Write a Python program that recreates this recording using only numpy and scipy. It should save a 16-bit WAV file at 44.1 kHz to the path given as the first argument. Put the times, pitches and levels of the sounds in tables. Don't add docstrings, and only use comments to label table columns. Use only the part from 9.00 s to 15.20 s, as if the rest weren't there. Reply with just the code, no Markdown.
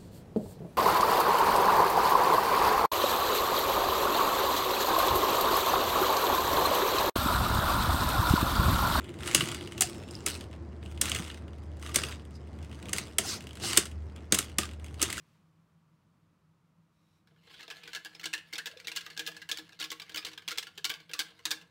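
import sys
import numpy as np
from scipy import signal
from scipy.fft import rfft, irfft
from scipy.io import wavfile
from scipy.ndimage import uniform_filter1d

SR = 44100
rng = np.random.default_rng(int(sys.argv[2]) if len(sys.argv) > 2 else 0)


def unload_audio(sound):
    columns = np.transpose(np.atleast_2d(sound))
    steps = np.round(np.clip(columns, -1, 1) * 32767)
    wavfile.write(sys.argv[1], SR, steps.astype(np.int16))


def how_loud(loudness_db):
    steps = np.asarray(loudness_db, float) / 20
    return 10 ** steps


N = 273420

# start_s, contact_ms, shell_db, ring_db, thud_db
BLOWS = [(0.3472, 1.35, -16.5, -10.5, -24.5), (0.8077, 1.7, -25, -17.5, -29.5),
         (1.2616, 2.5, -28, -23, -32), (2.0124, 2.4, -23, -18.5, -31.5), (2.9578, 1.96, -21.5, -17, -26),
         (3.9306, 2.3, -27.5, -26.5, -34), (4.1835, 1.85, -20, -18, -24),
         (4.7722, 2.5, -14.5, -11.5, -24.5), (5.3224, 1.42, -15.5, -16, -17.5),
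         (5.3868, 1.7, -23, -20, -31), (5.5838, 1.88, -22, -20, -25), (6.0253, 2.23, -26, -19, -27)]
# start_s, contact_ms, shell_db, ring_db
GLANCES = [(0.2739, 1.6, -29.5, -34), (0.4056, 2.1, -21.5, -34.5), (0.8186, 1.9, -22.5, -19.5),
           (1.2751, 0.9, -26, -38), (2.0548, 1.5, -31.5, -34.5), (2.0955, 1.78, -35, -32),
           (2.1167, 0.85, -23, -31.5), (2.1466, 2.2, -30, -35), (2.9423, 3.7, -36, -32.5),
           (2.9832, 1.1, -32, -55), (3.0346, 1.56, -27, -35), (3.9829, .83, -25.5, -29),
           (4.7305, 1.8, -27.5, -32), (4.7632, 2.1, -31.5, -41.5), (5.3434, 3.8, -30.5, -25),
           (6.0158, 1.4, -25.5, -23), (6.1021, .53, -26, -30), (6.1271, 0.8, -26, -29.5)]
# start_s, shell_db, ring_db
TICKS = [(0.7786, -33.5, -39), (.9439, -58, -52), (1.11, -57, -44), (1.153, -59, -53),
         (1.4087, -36.5, -45.5), (1.529, -46, -62), (1.8275, -44.5, -66), (1.8586, -47, -68),
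         (1.975, -41.5, -52), (2.081, -35, -55), (2.1605, -30, -33), (4.571, -41, -50), (2.8255, -43, -46),
         (3.1138, -37, -54), (3.1232, -37.5, -51.5), (3.6271, -46.5, -57), (3.7136, -45.5, -59),
         (3.727, -45.5, -62), (3.893, -40, -41.5), (3.973, -47, -35), (4.4692, -40.5, -47),
         (4.4908, -49, -56), (4.599, -39, -47), (4.636, -33, -44), (4.748, -41, -50), (4.855, -32.5, -37),
         (4.914, -47, -52.5), (5.1611, -44.5, -54), (5.6321, -32.5, -39), (5.996, -37, -52)]
# first_s, last_s, brushes (count), first_db, last_db
BRUSH_TRAINS = [(0.043, .188, 4, -44, -46), (.204, .2607, 3, -43, -30.5), (.4567, .5455, 4, -32.5, -30.5),
                (0.609, .7618, 4, -41, -57.5), (0.626, .7212, 3, -42, -36.5), (0.981, 1.1434, 4, -50, -49),
                (1.512, 1.5614, 3, -56, -60), (2.222, 2.3, 4, -38, -39), (2.313, 2.3741, 3, -45, -45),
                (2.48, 2.635, 4, -51.5, -58), (2.662, 2.769, 3, -63.5, -51), (2.796, 2.8151, 2, -50, -54),
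                (2.8623, 2.9159, 3, -36, -45), (3.195, 3.3075, 3, -50.5, -53),
                (3.4725, 3.6458, 4, -56.5, -53.5), (3.8267, 3.885, 3, -44, -38),
                (4.07, 4.1237, 2, -43, -53), (4.406, 4.4394, 3, -42, -48.5), (4.508, 4.554, 3, -45, -40.5),
                (5.021, 5.0974, 2, -68, -56), (5.483, 5.496, 2, -50.5, -45), (5.69, 5.734, 3, -45.5, -48),
                (5.8433, 5.8821, 3, -40.5, -49), (5.7973, 5.9423, 2, -52, -46)]
# pitch_hz, width_hz, level_db
SHELL_MODES = [(1238, 446, 0.5), (1603, 310, 1), (2040, 394, -0.5), (2595, 180, 1.5), (2853, 260, 1.5),
               (3380, 290, 1.5), (3775, 460, -3)]
# pitch_hz, width_hz, level_db
CORE_MODES = [(4100, 840, -6), (4820, 200, 0), (5050, 260, -2.5), (6050, 990, -7.5)]
# pitch_hz, width_hz, level_db
RING_MODES = [(6350, 760, 0.5), (7240, 440, 3.5), (8280, 860, 2.5), (8580, 39, 6), (9070, 1100, -9),
              (11190, 520, -2), (11200, 390, -2.5), (16900, 10000, -14.5)]
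# pitch_hz, width_hz, level_db
THUD_MODES = [(148, 33, -4), (190, 23, -2.5), (345, 230, 0), (453, 60, -4.5), (610, 180, -12),
              (780, 150, -13)]
# start_s, pitch_hz, level_db, t60_s
RING_SINGS = [
    (.815, 5345, -55.5, 1.5),
]
# start_s, pitch_hz, level_db, t60_s
LATCH_PINGS = [
    (1.109, 5050, -35.5, 0.013),
    (1.1524, 5050, -26, 0.01),
    (3.352, 5000, -50, .06),
]
# start_s, firmest_s, end_s, shell_db, core_share_db
LEANS = [(0.0, -0.005, 0.69, -57.5, -14), (0.117, 0.219, 1.2, -49.5, -13), (0.295, 0.353, 0.84, -34, -3),
         (.55, 0.775, 1.6, -54, -10), (0.782, 0.826, 1.023, -42, 2), (0.949, 1.247, 1.1, -58, -3),
         (1.236, 1.274, 1.507, -40, 0.5), (1.821, 1.903, 2.13, -63, -6.5), (1.995, 2.041, 2.45, -37, -6),
         (2.91, 2.957, 3.264, -38.5, -1.5), (3.448, 3.92, 4.32, -58, -6.5),
         (3.906, 3.957, 4.176, -41.5, -4.5), (4.175, 4.2, 4.53, -43.5, 2), (3.32, 3.369, 3.38, -68, 6),
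         (4.403, 4.607, 4.65, -61, -14), (4.74, 4.792, 4.97, -46.5, 1.5), (5.78, 5.86, 6.1, -64.5, -12),
         (5.153, 5.175, 5.26, -61.5, -24), (5.299, 5.345, 5.55, -37.5, -5), (5.578, 5.6, 5.737, -40, 0),
         (5.959, 6.03, 6.4, -38, -10.5), (6.0, 6.183, 6.3, -41.5, -7.5)]
# start_s, firmest_s, end_s, shell_db, core_share_db
SLIDES = [
    (0.185, 0.308, .42, -39.5, -8),
    (.36, .45, 0.63, -41.5, -7.5),
    (2.03, 2.16, 2.38, -45, -8),
    (1.816, 1.848, 2, -62.5, -7),
    (2.788, 2.875, 2.95, -49, -10),
    (3.0, 3.08, 3.19, -48, -7),
    (4.186, 4.287, 4.427, -38, 6),
    (4.577, 4.66, 4.9, -35.5, 1.5),
    (5.39, 5.414, 5.48, -48, -0.5),
    (5.599, 5.627, 5.7, -45.5, -4),
]
# start_s, pitch_hz, level_db
PANEL_KNOCKS = [(.347, 556, -24.5), (.351, 330, -20), (0.357, 171.6, -29), (0.39, 131, -19),
                (0.423, 342, -25), (0.428, 140, -21), (.81, 758, -27.5), (.839, 721, -30),
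                (1.264, 1344, -33), (2.198, 171.6, -24), (2.957, 1140, -35.5), (4.25, 770, -34),
                (4.64, 780, -32), (2.855, 1190, -39), (2.89, 1190, -35), (3.891, 1200, -39.5),
                (5.63, 1195, -30), (4.769, 1063, -35), (4.775, 330, -19.5), (5.322, 1120, -31),
                (5.321, 450.5, -23.5), (5.326, 200, -20.5), (5.345, 1060, -30), (5.585, 1217, -24),
                (5.586, 212, -25), (6.02, 1270, -29), (6.026, 327, -24)]
# time_s, turns_hz, hum_db
SPIN = [(0.0, 76.4, -37), (0.17, 78, -69), (0.21, 76.9, -34), (0.26, 77.5, -54), (1.12, 77.4, -54),
        (1.64, 76.1, -40.5), (3.12, 76.1, -39.5), (3.28, 75.5, -46), (3.61, 76.06, -41.5),
        (4.02, 75.5, -48.5), (4.14, 76.7, -45), (4.3, 76.0, -56), (4.47, 76.4, -42.5), (4.71, 75.8, -52.5),
        (4.97, 76.2, -35.5), (5.37, 76.27, -46.5), (5.97, 76.5, -39), (6.2, 76.3, -46)]
# pitch_hz, width_hz, level_db
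BOWL_MODES = [(90.4, 29, 1.5), (143, 29.3, -0.5), (187, 26, -0.5), (229, 44, -2), (305, 64, -3.5),
              (445, 114, -6.5), (579, 210, -11), (702, 110, -8.5), (953, 920, -17.5)]
# pitch_hz, level_db
AIR_COLOUR = [(20, -40), (45, -6), (90, 2.5), (600, -29), (2100, -29.5), (3500, -54), (7000, -45.5),
              (14000, -75)]
# start_s, end_s
SMOOTH_SLIDE_S = (4.2, 4.76)
# shell_db, core_db, ring_db
REST_DB = (-71.5, -75.5, -81.5)

CORE_DB, THUD_DB = -8, -8.5
BRUSH_MS, BRUSH_RING_DB, BRUSH_SCATTER_DB = 0.87, -9, 2.5
RING_DB, RING_WITH_CORE = 0, 0.58
SLIDE_ROUNDING = 2.33
PANEL_T60_S = 0.054
RUMBLE_DB, RUMBLE_FADE_DB_S, RUMBLE_PER_DB = -46.5, -0.75, 0.195
FLOOR_DB, FLOOR_FADE_DB_S, FLOOR_PRESSED_DB = -38.5, -6, -4.5
ROOM_T60_S, ROOM_DB, ROOM_HZ = 0.17, -15.5, 7230
AIR_DB = -49
TOP_HZ = 15850


def clashes():
    t = np.arange(2500) / SR
    drive = np.zeros((4, N + len(t)))
    for start_s, contact_ms, *parts_db in contacts():
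        u = t / (max(contact_ms, .2) / 1000)
        scrape = (u * np.exp(1 - u)) ** 2
        rattle = how_loud(-11.5) * np.exp(-t / 0.014) * (1 - np.exp(-u))
        i = max(int((start_s - .0005) * SR), 0)
        drive[:, i:i + len(t)] += np.outer(how_loud(np.array(parts_db)), scrape + rattle)
    shell, core, ring, thud = drive[:, :N]
    rims = np.zeros(N)
    for push, modes in ((shell, SHELL_MODES), (core, CORE_MODES), (ring, RING_MODES)):
        rims += how_loud(1.5) * body(push * grit(1.0), modes)
    rims = signal.lfilter(*signal.butter(2, 1700, "high", fs=SR), rims)
    skid = uniform_filter1d(np.roll(thud, int(0.0061 * SR)), 300)
    return rims + how_loud(-3.0) * body(skid * rng.standard_normal(N), THUD_MODES)


def contacts():
    light = GLANCES + [(start_s, BRUSH_MS, shell, ring) for start_s, shell, ring in TICKS + brushes()]
    rows = BLOWS + [(*row, row[2] + THUD_DB) for row in light]
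    return [(start_s, ms, shell, (shell + ring) / 2 + CORE_DB, ring, thud)
            for start_s, ms, shell, ring, thud in rows]


def brushes():
    scatter_db = rng.standard_normal((len(BRUSH_TRAINS), 4, 2)) * BRUSH_SCATTER_DB
    out = []
    for (first_s, last_s, count, *ends_db), row in zip(BRUSH_TRAINS, scatter_db):
        times_s = np.linspace(first_s, last_s, round(count))
        levels_db = np.linspace(*ends_db, round(count))
        for start_s, db, (shell, ring) in zip(times_s, levels_db, row):
            out.append((start_s, db + shell, db + BRUSH_RING_DB + ring))
    return out


def rubbing(parts_db, turns):
    t = np.arange(N) / SR
    cycle = 1.5 * turns / (2 * np.pi) + .25 * walk(40) + 3
    force = how_loud(rng.uniform(-12, 5, size=1000))[cycle.astype(int)]
    bumps = force * np.exp(-(cycle % 1) / .2)
    smooth = (t > SMOOTH_SLIDE_S[0]) & (t < SMOOTH_SLIDE_S[1])
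    rattle = np.where(smooth, .3, 2.2)
    flicker_db = np.where(smooth, 1.4, 2.5)
    throb = how_loud(1.2 * walk(90)) * (.6 + rattle * uniform_filter1d(bumps, 30))
    rub = np.zeros(N)
    for db, modes in zip(parts_db, (SHELL_MODES, CORE_MODES, RING_MODES)):
        rub += how_loud(db) * body(grit(1.7), modes, flicker_db)
    return throb * rub


def pressure(t):
    rest = np.array(REST_DB)
    out = np.outer(rest, np.ones(len(t)))
    spells = [(row, 1) for row in LEANS] + [(row, SLIDE_ROUNDING) for row in SLIDES]
    for (start_s, firm_s, end_s, shell_db, core_db), rounding in spells:
        corners_s = [start_s, max(firm_s, start_s + 1e-3), max(end_s, firm_s + 2e-3)]
        slack = np.interp(t, corners_s, [1, 0, 1])
        ring_db = shell_db + RING_DB + RING_WITH_CORE * core_db
        climb = np.array([shell_db, shell_db + core_db, ring_db]) - rest
        out = np.maximum(out, rest[:, None] + np.outer(climb, 1 - slack ** rounding))
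    return out


def chimes(table, rise_s):
    out, t = np.zeros(N + SR), np.arange(SR) / SR
    for start_s, pitch_hz, level_db, t60_s in table:
        i = int(start_s * SR)
        decay = np.exp(-np.log(1000) * t / t60_s) * (1 - np.exp(-t / rise_s))
        out[i:i + SR] += how_loud(level_db) * np.sin(2 * np.pi * pitch_hz * t) * decay
    return out[:N]


def spinning(hum_db, floor_db, rumble_db, turns):
    shake = np.sin(turns) + how_loud(-26.5) * np.sin(2 * turns)
    hum = how_loud(hum_db + 1.5 * walk(8.3)) * np.sqrt(2) * shake
    floor = how_loud(floor_db - 5.5) * body(rng.standard_normal(N), [(349.0, 16, 0)])
    wobble_db = 1.3 * walk(25)
    rumble = how_loud(rumble_db + wobble_db) * body(rng.standard_normal(N), BOWL_MODES)
    return hum + floor + rumble


def body(x, modes, flicker_db=0.):
    low_hz, high_hz = 0.47 * modes[0][0], min(1.064 * modes[-1][0], .45 * SR)
    edges = signal.butter(2, [low_hz, high_hz], "band", fs=SR, output="sos")
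    wander = how_loud(flicker_db * walk(45)) if np.any(flicker_db) else np.ones(N)
    click, ring = np.zeros(8192), np.zeros(N)
    for k, (hz, width_hz, db) in enumerate(modes):
        gain = (-1) ** k * how_loud(db)
        mode = signal.iirpeak(hz, hz / width_hz, SR)
        click += gain * signal.lfilter(*mode, signal.unit_impulse(8192))
        ring += gain * signal.lfilter(*mode, x * np.roll(wander, int(hz * 61)))
    return signal.sosfilt(edges, ring) / np.linalg.norm(signal.sosfilt(edges, click))


def grit(scatter_db):
    return unit_rms(rng.standard_normal(N) * how_loud(scatter_db * rng.exponential(size=N)))


def walk(rate_hz):
    k = int(SR / rate_hz)
    steps = np.repeat(rng.standard_normal(N // k + 1), k)
    return unit_rms(uniform_filter1d(uniform_filter1d(steps, k), k)[:N])


def unit_rms(x):
    return x / np.sqrt(np.mean(x ** 2))


def room(x):
    t = np.arange(SR // 2) / SR
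    tail = rng.standard_normal(len(t)) * np.exp(-np.log(1000) * t / ROOM_T60_S) * (t > .006)
    tail = signal.lfilter(*signal.butter(1, ROOM_HZ, fs=SR), tail)
    return how_loud(ROOM_DB) * signal.fftconvolve(x, tail / np.linalg.norm(tail))[:N]


def air():
    log_hz = np.log(np.maximum(np.arange(N // 2 + 1) * SR / N, 1))
    curve_hz, curve_db = np.transpose(AIR_COLOUR)
    shape = how_loud(np.interp(log_hz, np.log(curve_hz), curve_db))
    return how_loud(AIR_DB) * unit_rms(irfft(rfft(rng.standard_normal(N)) * shape, N))


def scene():
    t = np.arange(N) / SR
    parts_db = [np.interp(t, t[::32], part) for part in pressure(t[::32])]
    rumble_db = RUMBLE_DB + RUMBLE_FADE_DB_S * t + RUMBLE_PER_DB * (parts_db[0] - REST_DB[0])
    floor_db = np.maximum(FLOOR_DB + FLOOR_FADE_DB_S * t, parts_db[0] + FLOOR_PRESSED_DB)
    time_s, turns_hz, hum_db = np.transpose(SPIN)
    turns = 2 * np.pi * np.cumsum(np.interp(t, time_s, turns_hz)) / SR
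    hum_db = np.interp(t, time_s, hum_db)
    rims = clashes() + chimes(RING_SINGS + LATCH_PINGS, 0.00015) + rubbing(parts_db, turns)
    panels = chimes([(*knock, PANEL_T60_S) for knock in PANEL_KNOCKS], 0.0014)
    whir = spinning(hum_db, floor_db, rumble_db, turns)
    return (rims + room(rims) + panels + whir + air())[None]


def roll_off(x):
    return signal.sosfilt(signal.butter(12, 16820, fs=SR, output="sos"), x)


def record(dry):
    x = signal.sosfilt(signal.butter(2, 60, "high", fs=SR, output="sos"), dry)
    rounded = np.tanh(0.85 * x) / 0.95
    mix = signal.sosfilt(signal.ellip(6, .2, 40, TOP_HZ, fs=SR, output="sos"), rounded)
    return roll_off(mix)


dry = scene()
out = record(dry)
unload_audio(out)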